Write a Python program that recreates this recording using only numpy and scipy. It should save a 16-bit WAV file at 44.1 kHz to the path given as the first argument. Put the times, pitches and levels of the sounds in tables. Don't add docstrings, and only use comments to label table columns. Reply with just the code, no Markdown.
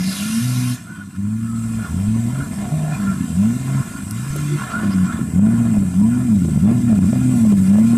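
import sys
import numpy as np
from scipy import signal
from scipy.fft import rfft, irfft, next_fast_len
from scipy.io import wavfile
from scipy.ndimage import uniform_filter1d

SR = 44100
rng = np.random.default_rng(int(sys.argv[2]) if len(sys.argv) > 2 else 0)


def unload_audio(sound):
    columns = np.transpose(np.atleast_2d(sound))
    steps = np.round(np.clip(columns, -1, 1) * 32767)
    wavfile.write(sys.argv[1], SR, steps.astype(np.int16))


N = 351477
TIME = np.arange(N) / SR
FFT_SIZE = next_fast_len(N + SR // 10)
FFT_HZ = np.fft.rfftfreq(FFT_SIZE, 1 / SR)


def from_db(db):
    return 10 ** (np.asarray(db) / 20)


def rms_one(x):
    return x / np.sqrt(np.mean(x ** 2) + 1e-20)


def in_time(rows):
    times, *columns = np.transpose(rows)
    return [np.interp(TIME, times, column) for column in columns]


def gain_at(spectrum, hz):
    points, db = np.transpose(spectrum)
    hz = np.maximum(hz, 1)
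    ends = np.minimum(1, np.minimum(hz / points[0], points[-1] / hz))
    return from_db(np.interp(np.log(hz), np.log(points), db)) * ends ** 2


def coloured(x, spectrum):
    return rms_one(irfft(rfft(x, FFT_SIZE) * gain_at(spectrum, FFT_HZ), FFT_SIZE)[..., :N])


def drift(rate):
    r = np.exp(-80 * np.pi * rate / SR)
    slow = signal.lfilter([1], [1, -2 * r, r * r], rng.standard_normal(N // 40 + 2002))[2000:]
    return np.interp(np.arange(N) / 40, np.arange(len(slow)), rms_one(slow))


def grains(per_s, spread_db, width):
    born = rng.random(N) < per_s / SR
    sizes = rng.standard_normal(N) * from_db(spread_db * np.clip(rng.standard_normal(N), -2, 2))
    return rms_one(born * sizes * (1 + width * rng.standard_normal(N) * [[1], [-1]]))


def turbulence(width):
    return rng.standard_normal(N) + width * rng.standard_normal(N) * [[1], [-1]]


def narrowband(hz, width_hz):
    lowpass = signal.butter(2, width_hz / 2, fs=SR, output="sos")
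    a, b = rms_one(signal.sosfilt(lowpass, rng.standard_normal((2, N))))
    angle = 2 * np.pi * np.cumsum(hz * np.ones(N)) / SR
    return a * np.cos(angle) + b * np.sin(angle)


def struck(events, notes, vary_db):
    times, db = np.transpose(events)
    chance = rng.standard_normal((len(times), len(notes)))
    out = np.zeros(N)
    for k, (hz, note_db, ring_s) in enumerate(notes):
        blows = np.zeros(N)
        blows[(times * SR).astype(int)] = from_db(db + note_db + vary_db * chance[:, k])
        decay = np.exp(-np.log(1000) / (ring_s * SR))
        step = 2 * np.pi * hz / SR
        out += signal.lfilter([0, np.sin(step)], [1, -2 * decay * np.cos(step), decay ** 2], blows + 1e-18)
    return out


def bouts(rows, attack_s, release_s):
    return np.max([from_db(db) * np.clip((TIME - start) / attack_s, 0, 1)
                   * np.exp(-np.clip((TIME - end) / release_s, 0, 20)) for start, end, db in rows], axis=0)


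def eased(start_s, end_s, ease):
    return 1 - (1 - np.clip((TIME - start_s) / max(end_s - start_s, .01), 0, 1)) ** ease


def smoothed(x, span_s):
    return uniform_filter1d(x, int(span_s * SR), mode="nearest")


def flickering(x, depth_db):
    frames = signal.stft(x, nperseg=1024)[2]
    patches = rng.standard_normal(frames.shape[1:])
    for axis in (0, 1, 0, 1):
        patches = uniform_filter1d(patches, size=4, axis=axis)
    gain = rms_one(from_db(depth_db * rms_one(patches)))
    return signal.istft(frames * gain, nperseg=1024)[1][:, :N]


def forest(x, ring_s):
    t = TIME[:SR // 2]
    tail = rng.standard_normal((2, len(t))) * from_db(-60 * t / ring_s) * (t > .01)
    tail /= np.sqrt(np.sum(tail ** 2, axis=1, keepdims=True))
    return signal.lfilter(*signal.butter(1, 3000, fs=SR), signal.fftconvolve(x, tail, axes=1)[:, :N])


ECHO_COLOUR = [(100, -12), (700, -4), (2300, -3), (4500, -4), (6500, -6.5), (10000, -33), (15000, -16)]
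ECHO_DELAY = [(700, .0029), (2400, .002865), (7000, .00293)]
def over_ground(x):
    delay_s = np.interp(FFT_HZ, *np.transpose(ECHO_DELAY))
    echo = gain_at(ECHO_COLOUR, FFT_HZ) * np.exp(-2j * np.pi * FFT_HZ * delay_s)
    return irfft(rfft(x, FFT_SIZE) * (1 + echo), FFT_SIZE)[..., :N]


RUMBLE_LOUDNESS = [(0, -62), (1.1, -62), (1.7, -41), (2.9, -44), (4, -49), (5, -47), (7, -50), (7.97, -53)]
RUMBLE_COLOUR = [(22, -9), (40, 1), (70, 8), (140, -29)]
def ground_rumble():
    db, = in_time(RUMBLE_LOUDNESS)
    return from_db(db + 2.3 * drift(5)) * coloured(turbulence(width=0.049), RUMBLE_COLOUR)


STEAM_LOUDNESS = [(0.0, -52), (0.75, -48), (1.04, -53), (1.62, -43), (4.45, -40.5), (5.0, -42.5),
                  (6.9, -42.5), (7.35, -39), (7.97, -39.5)]
STEAM_COLOUR = [(4000, -31), (6600, -15.5), (7300, -5), (7900, 0.5), (8800, -4.5), (10000, -9),
                (11500, -15.5), (14500, -17.5)]
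def steam():
    db, = in_time(STEAM_LOUDNESS)
    return from_db(db + 0.5 + 0.21 * drift(23)) * coloured(turbulence(width=0.082), STEAM_COLOUR)


SPRAY_JET = [(0, -39, 5450, -35.5), (.1, -31.5, 4470, -36.5), (.22, -31.5, 3093, -37), (.4, -32, 2997, -46),
             (.745, -35.5, 2580, -51), (.775, -48, 2359, -73), (1.0, -83, 2417, -85)]
FIZZ_COLOUR = [(2000, -11), (5000, -5), (7500, -6), (9600, -1), (11500, -5.5), (14500, -18)]
def spray():
    fizz_db, swish_hz, swish_db = in_time(SPRAY_JET)
    fizz = from_db(fizz_db) * coloured(grains(per_s=16000, spread_db=2.0, width=0.069), FIZZ_COLOUR)
    swish = from_db(swish_db - 1.5 + 1.7 * drift(15)) * narrowband(swish_hz, width_hz=1050)
    return fizz + swish


GRIT_SNAPS = [(4.1098, -15), (4.363, -17.5)]
GRIT_COLOUR = [(2500, -32), (5500, -2), (6800, -12), (8500, 2), (11000, 4), (14500, -5)]
def grit(decay_s):
    burst = sum(from_db(db) * (TIME >= s) * np.exp(-np.abs(TIME - s) / decay_s) for s, db in GRIT_SNAPS)
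    return from_db(-4.5) * burst * coloured(turbulence(width=0.13), GRIT_COLOUR)


CHASSIS_KNOCKS = [(2.163, -34), (4.359, -31), (4.834, -29.5), (5.191, -32), (5.533, -34), (5.827, -35),
                  (6.45, -29), (6.486, -31), (6.712, -24), (7.523, -25.5)]
CHASSIS_NOTES = [(255, -15, 0.043), (331, 9, 0.076), (398, -2, 0.11), (547, -3.5, 0.058), (706, -16, .03),
                 (1010, -11, 0.037)]
RUT_THUMPS = [(2.083, -23), (4.303, -24), (5.785, -23), (6.59, -30)]
TYRE_NOTES = [(36, -5, .15), (62, 0, 0.083), (95, -7, .07)]
def bumps():
    knocks = from_db(-0.5) * struck(CHASSIS_KNOCKS, CHASSIS_NOTES, vary_db=2.5)
    thumps = from_db(1) * struck(RUT_THUMPS, TYRE_NOTES, vary_db=1.0)
    return knocks + thumps


BRIEF_TONES = [(.62, 0.12, 6170, 160, -44), (.92, 0.053, 1483, 50, -37.5), (1.012, 0.014, 1450, 42, -33.5),
               (1.56, 0.099, 1283, 51, -40.5), (1.841, .02, 1397, 62, -37),
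               (2.414, 0.015, 1463, 110, -27.5), (2.799, 0.17, 679, 125, -37),
               (2.941, 0.022, 2450, 134, -38.5), (3.006, 0.19, 1030, 66, -45),
               (3.09, 0.028, 1386, 44, -31.5), (3.789, 0.041, 1037, 162, -40),
               (3.959, 0.014, 1415, 75, -33.5), (4.53, 0.039, 343.4, 15, -29.5),
               (4.761, 0.061, 1444, 116, -29), (4.927, 0.016, 4984, 910, -39),
               (5.099, 0.016, 1369, 188, -28.5), (6.14, .03, 1440, 200, -39.5)]
def brief_tones():
    out = np.zeros(N)
    for s, half_s, hz, width_hz, db in BRIEF_TONES:
        tone = narrowband(hz, width_hz)
        tone /= np.sqrt(uniform_filter1d(tone ** 2, int(0.027 * SR)) + 0.13)
        swell = np.exp(-np.minimum(((TIME - s) / half_s) ** 2, 20))
        out += from_db(db - 2) * swell * tone
    return out


TYRE_SLIPS = [(0.083, 0.737, -44.5), (0.862, 1.03, -48), (1.76, 1.864, -41.5), (2.33, 2.426, -43),
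              (2.881, 3.231, -42.5), (3.66, 3.979, -43.5), (4.079, 4.54, -44), (4.56, 4.84, -35.5),
              (4.85, 5.17, -38), (5.38, 5.75, -45.5), (6.08, 6.3, -47.5), (6.849, 7.97, -49.5)]
RUBBER_COLOUR = [(500, -31.5), (900, -9), (1100, 2), (1300, 1), (1480, 4.5), (1700, -3.5), (2200, -15),
                 (3500, -18.5)]
def tyres(rolling_db):
    level = np.maximum(from_db(rolling_db), bouts(TYRE_SLIPS, attack_s=0.019, release_s=0.079))
    tiny_slips = grains(per_s=5000, spread_db=2.0, width=0.2)
    return level * from_db(2.05 + 1.7 * drift(32)) * coloured(tiny_slips, RUBBER_COLOUR)


BAY_LOUDNESS = [(0.0, -45.5, -36.5), (0.72, -50, -39), (0.84, -55, -51), (1.2, -65, -54.5),
                (1.84, -45, -45.5), (2.86, -40.5, -44.5), (3.2, -48.5, -45), (3.73, -39.5, -43.5),
                (4.04, -51, -45.5), (4.5, -45.5, -39), (4.68, -38, -43), (5.35, -45.5, -49.5),
                (6.3, -47.5, -47), (7.97, -44, -42)]
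LOUD_REV_RASPS = [(5.38, 5.74, -40), (6.66, 6.72, -37.5), (6.85, 6.95, -39), (7.11, 7.17, -43),
                  (7.3, 7.5, -39.5), (7.72, 7.82, -39), (7.92, 7.97, -39)]
CLATTER_COLOUR = [(300, -10.5), (450, 5.5), (680, 5), (1050, -0.5), (1700, -7), (2500, -10), (4000, -29)]
AIR_COLOUR = [(1000, -0.5), (2300, 5), (3200, 0), (4500, -3), (6200, 0), (10000, -5.5), (14500, -10.5)]
def engine_bay(firings):
    clatter_db, air_db = in_time(BAY_LOUDNESS)
    level = np.hypot(from_db(clatter_db), bouts(LOUD_REV_RASPS, attack_s=0.017, release_s=0.062))
    throb = 1 + 0.16 * np.cos(2 * np.pi * firings)
    clatter = coloured(throb * grains(per_s=3000, spread_db=0.5, width=0.22), CLATTER_COLOUR)
    air = coloured(throb * turbulence(width=0.25), AIR_COLOUR)
    return level * from_db(.5 + 2.06 * drift(6)) * clatter + from_db(air_db + 0.95 * drift(27)) * air


CRACKLE_POPS = [(5.396, -35), (5.767, -26), (6.675, -30), (6.686, -27), (6.896, -25), (7.131, -22),
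                (7.158, -30), (7.451, -23), (7.735, -27), (7.756, -18), (7.785, -19), (7.812, -27)]
CRACKLE_NOTES = [(594, 3.5, 0.023), (780, -9, 0.0069), (1080, -22, .008)]
def crackle():
    return from_db(0.5) * struck(CRACKLE_POPS, CRACKLE_NOTES, vary_db=2.0)


RASP_TONES = [(3, -32.5), (4, -41.5), (5, -47), (6, -38), (7, -49), (9, -41), (10, -48)]
def rasp(firings, octave_db, growth=0.19, full_load_db=-8):
    level_db = octave_db - 2.5 + growth * (octave_db - full_load_db)
    tones = sum(from_db(db + 4.2 * drift(7)) * np.cos(2 * np.pi * k * firings) for k, db in RASP_TONES)
    return from_db(level_db) * tones


# start t/s, start f/Hz, reached t/s, reached f/Hz, hold ends t/s, tone level/dB, octave level/dB,
# burble level/dB, swell until the hold ends/dB, change after it/dB
ENGINE_STRETCHES = [(0.0, 88.7, .12, 96.5, .137, -44, -19.5, -30.5, -9, -15.5),
                    (.19, 99, 0.37, 113, .38, -40, -23, -31, 7, 6),
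                    (.405, 116, 0.47, 125.5, .755, -14, -19, -32.5, -0.5, -22.5),
                    (1.169, 94.6, 1.47, 114.3, 1.812, -19.5, -24.5, -32.5, -1.5, -3),
                    (1.9, 77, 2.21, 115.6, 2.209, -14.5, -21, -28, 2.5, -1.5),
                    (2.271, 116.6, 2.48, 143.5, 2.442, -19.5, -21.5, -25.5, -1, -10.5),
                    (2.705, 132.5, 2.73, 154, 2.945, -12.5, -33.5, -27, 0, -12),
                    (2.979, 104, 3.056, 98, 3.123, -27, -21, -24.5, 15, -3),
                    (3.33, 80, 3.65, 132, 3.66, -18, -16.5, -26.5, -6.5, -4),
                    (3.68, 132, 3.72, 135, 3.825, -12, -18.5, -25.5, 2, -30),
                    (4.03, 84.7, 4.4, 147, 4.579, -17.5, -29.5, -30.5, 12, -10),
                    (4.72, 116.4, 5.053, 91, 5.053, -27, -20.5, -23.5, 25, -2),
                    (5.331, 81, 5.548, 116.7, 5.682, -14, -13, -21.5, -2.5, -4),
                    (5.948, 88, 6.2, 126.3, 6.25, -18, -13, -22, 1, -0.5),
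                    (6.588, 70.6, 6.75, 122.6, 6.87, -15, -13, -19, -2.5, 0.5),
                    (7.074, 87.3, 7.12, 127.8, 7.327, -16, -10.5, -20, 6.5, -2),
                    (7.671, 93.2, 7.927, 116.7, 7.97, -17.5, -11, -22, -1.5, 0)]
def engine_revs(sag_hz_per_s=7, burble_share=0.11):
    controls = np.zeros((4, N))
    for row, next_row in zip(ENGINE_STRETCHES, ENGINE_STRETCHES[1:] + ENGINE_STRETCHES[-1:]):
        start, start_hz, reached, goal_hz, end, tone_db, octave_db, burble_db, swell_db, after_db = row
        next_start, next_hz = next_row[:2]
        hz = start_hz + (goal_hz - start_hz) * eased(start, reached, 1.6)
        hz -= sag_hz_per_s * np.maximum(np.minimum(TIME, end) - reached, 0)
        hz += (next_hz - hz) * eased(end, next_start, 1.63)
        load_db = np.where(TIME < end, swell_db * (eased(start, end, 0.96) - .5), after_db)
        curves = np.array([hz, tone_db + load_db, octave_db + load_db, burble_db + burble_share * load_db])
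        first = int(start * SR)
        controls[:, first:] = curves[:, first:]
    firing_hz = smoothed(controls[0], span_s=.04)
    return firing_hz, *smoothed(controls[1:], span_s=0.036)


PIPE_BOOM = [(70, -9.5), (100, -4.5), (135, -2.5), (165, -6.5), (195, 4), (220, 5), (245, -2), (265, -13.5),
             (290, -4), (320, -10)]
def pipe_boost_db(hz):
    return 20 * np.log10(gain_at(PIPE_BOOM, hz))


PIPE_COLOUR = [(25, -38), (48, -36), (75, -5), (100, -3.5), (150, -3), (205, 2.5), (255, -5), (310, -13.5),
               (400, -25.5), (490, -46), (900, -63)]
BURBLE_TONES = [(3 / 2, -11), (5 / 3, -12), (7 / 3, -14), (8 / 3, -8), (3, -5.5), (10 / 3, -9)]
def exhaust(firing_hz, firings, tone_db, octave_db, burble_db):
    angle = 2 * np.pi * firings
    tone = from_db(tone_db + 1.2 * drift(21)) * np.cos(angle)
    octave = from_db(octave_db + 1.35 * drift(19.6)) * np.cos(2 * angle)
    boom = -from_db(0.31) * (tone + octave)
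    fired = np.diff(np.floor(firings + .12 * drift(70)), prepend=0) > 0
    puffs = coloured(fired * rng.uniform(-1.14, 1, N), PIPE_COLOUR)
    puffs /= np.sqrt(uniform_filter1d(puffs ** 2, int(.06 * SR)) + 0.014)
    weak_tones = sum(from_db(db + 2.45 * drift(5.3)) * gain_at(PIPE_COLOUR, k * firing_hz)
                     * np.cos(k * angle + rng.uniform(0, 2 * np.pi)) for k, db in BURBLE_TONES)
    burble = from_db(-1.38) * puffs + from_db(3.5) * weak_tones
    return boom + from_db(burble_db + 1.8 * drift(14.7)) * burble


def scene():
    firing_hz, tone_db, octave_db, burble_db = engine_revs()
    tone_db += pipe_boost_db(firing_hz)
    octave_db += pipe_boost_db(2 * firing_hz)
    firings = np.cumsum(firing_hz) / SR
    parts = engine_bay(firings) + rasp(firings, octave_db) + tyres(rolling_db=-52) + brief_tones()
    parts *= from_db([[-1.3], [.2]])
    truck = over_ground(flickering(parts + steam() + spray(), depth_db=2.0))
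    truck += bumps() + crackle()
    truck += exhaust(firing_hz, firings, tone_db, octave_db, burble_db)
    truck += grit(decay_s=0.0015)
    return truck + ground_rumble() + from_db(-39) * forest(truck, ring_s=0.11)


def record(dry, ceiling_db=-6.0, release_db_per_s=200, top=0.533, cutoff_hz=14450):
    over_db = np.maximum(20 * np.log10(np.abs(dry).max(axis=0) + 1e-9) - ceiling_db, 0)
    held_db = np.maximum.accumulate(over_db + release_db_per_s * TIME) - release_db_per_s * TIME
    limited = dry * from_db(-signal.lfilter(*signal.butter(1, 400, fs=SR), held_db))
    rounded = limited / (1 + (limited / top) ** 16) ** (1 / 16)
    return signal.sosfilt(signal.ellip(12, .1, 80, cutoff_hz, fs=SR, output="sos"), rounded)


dry = scene()
out = record(dry)
unload_audio(out)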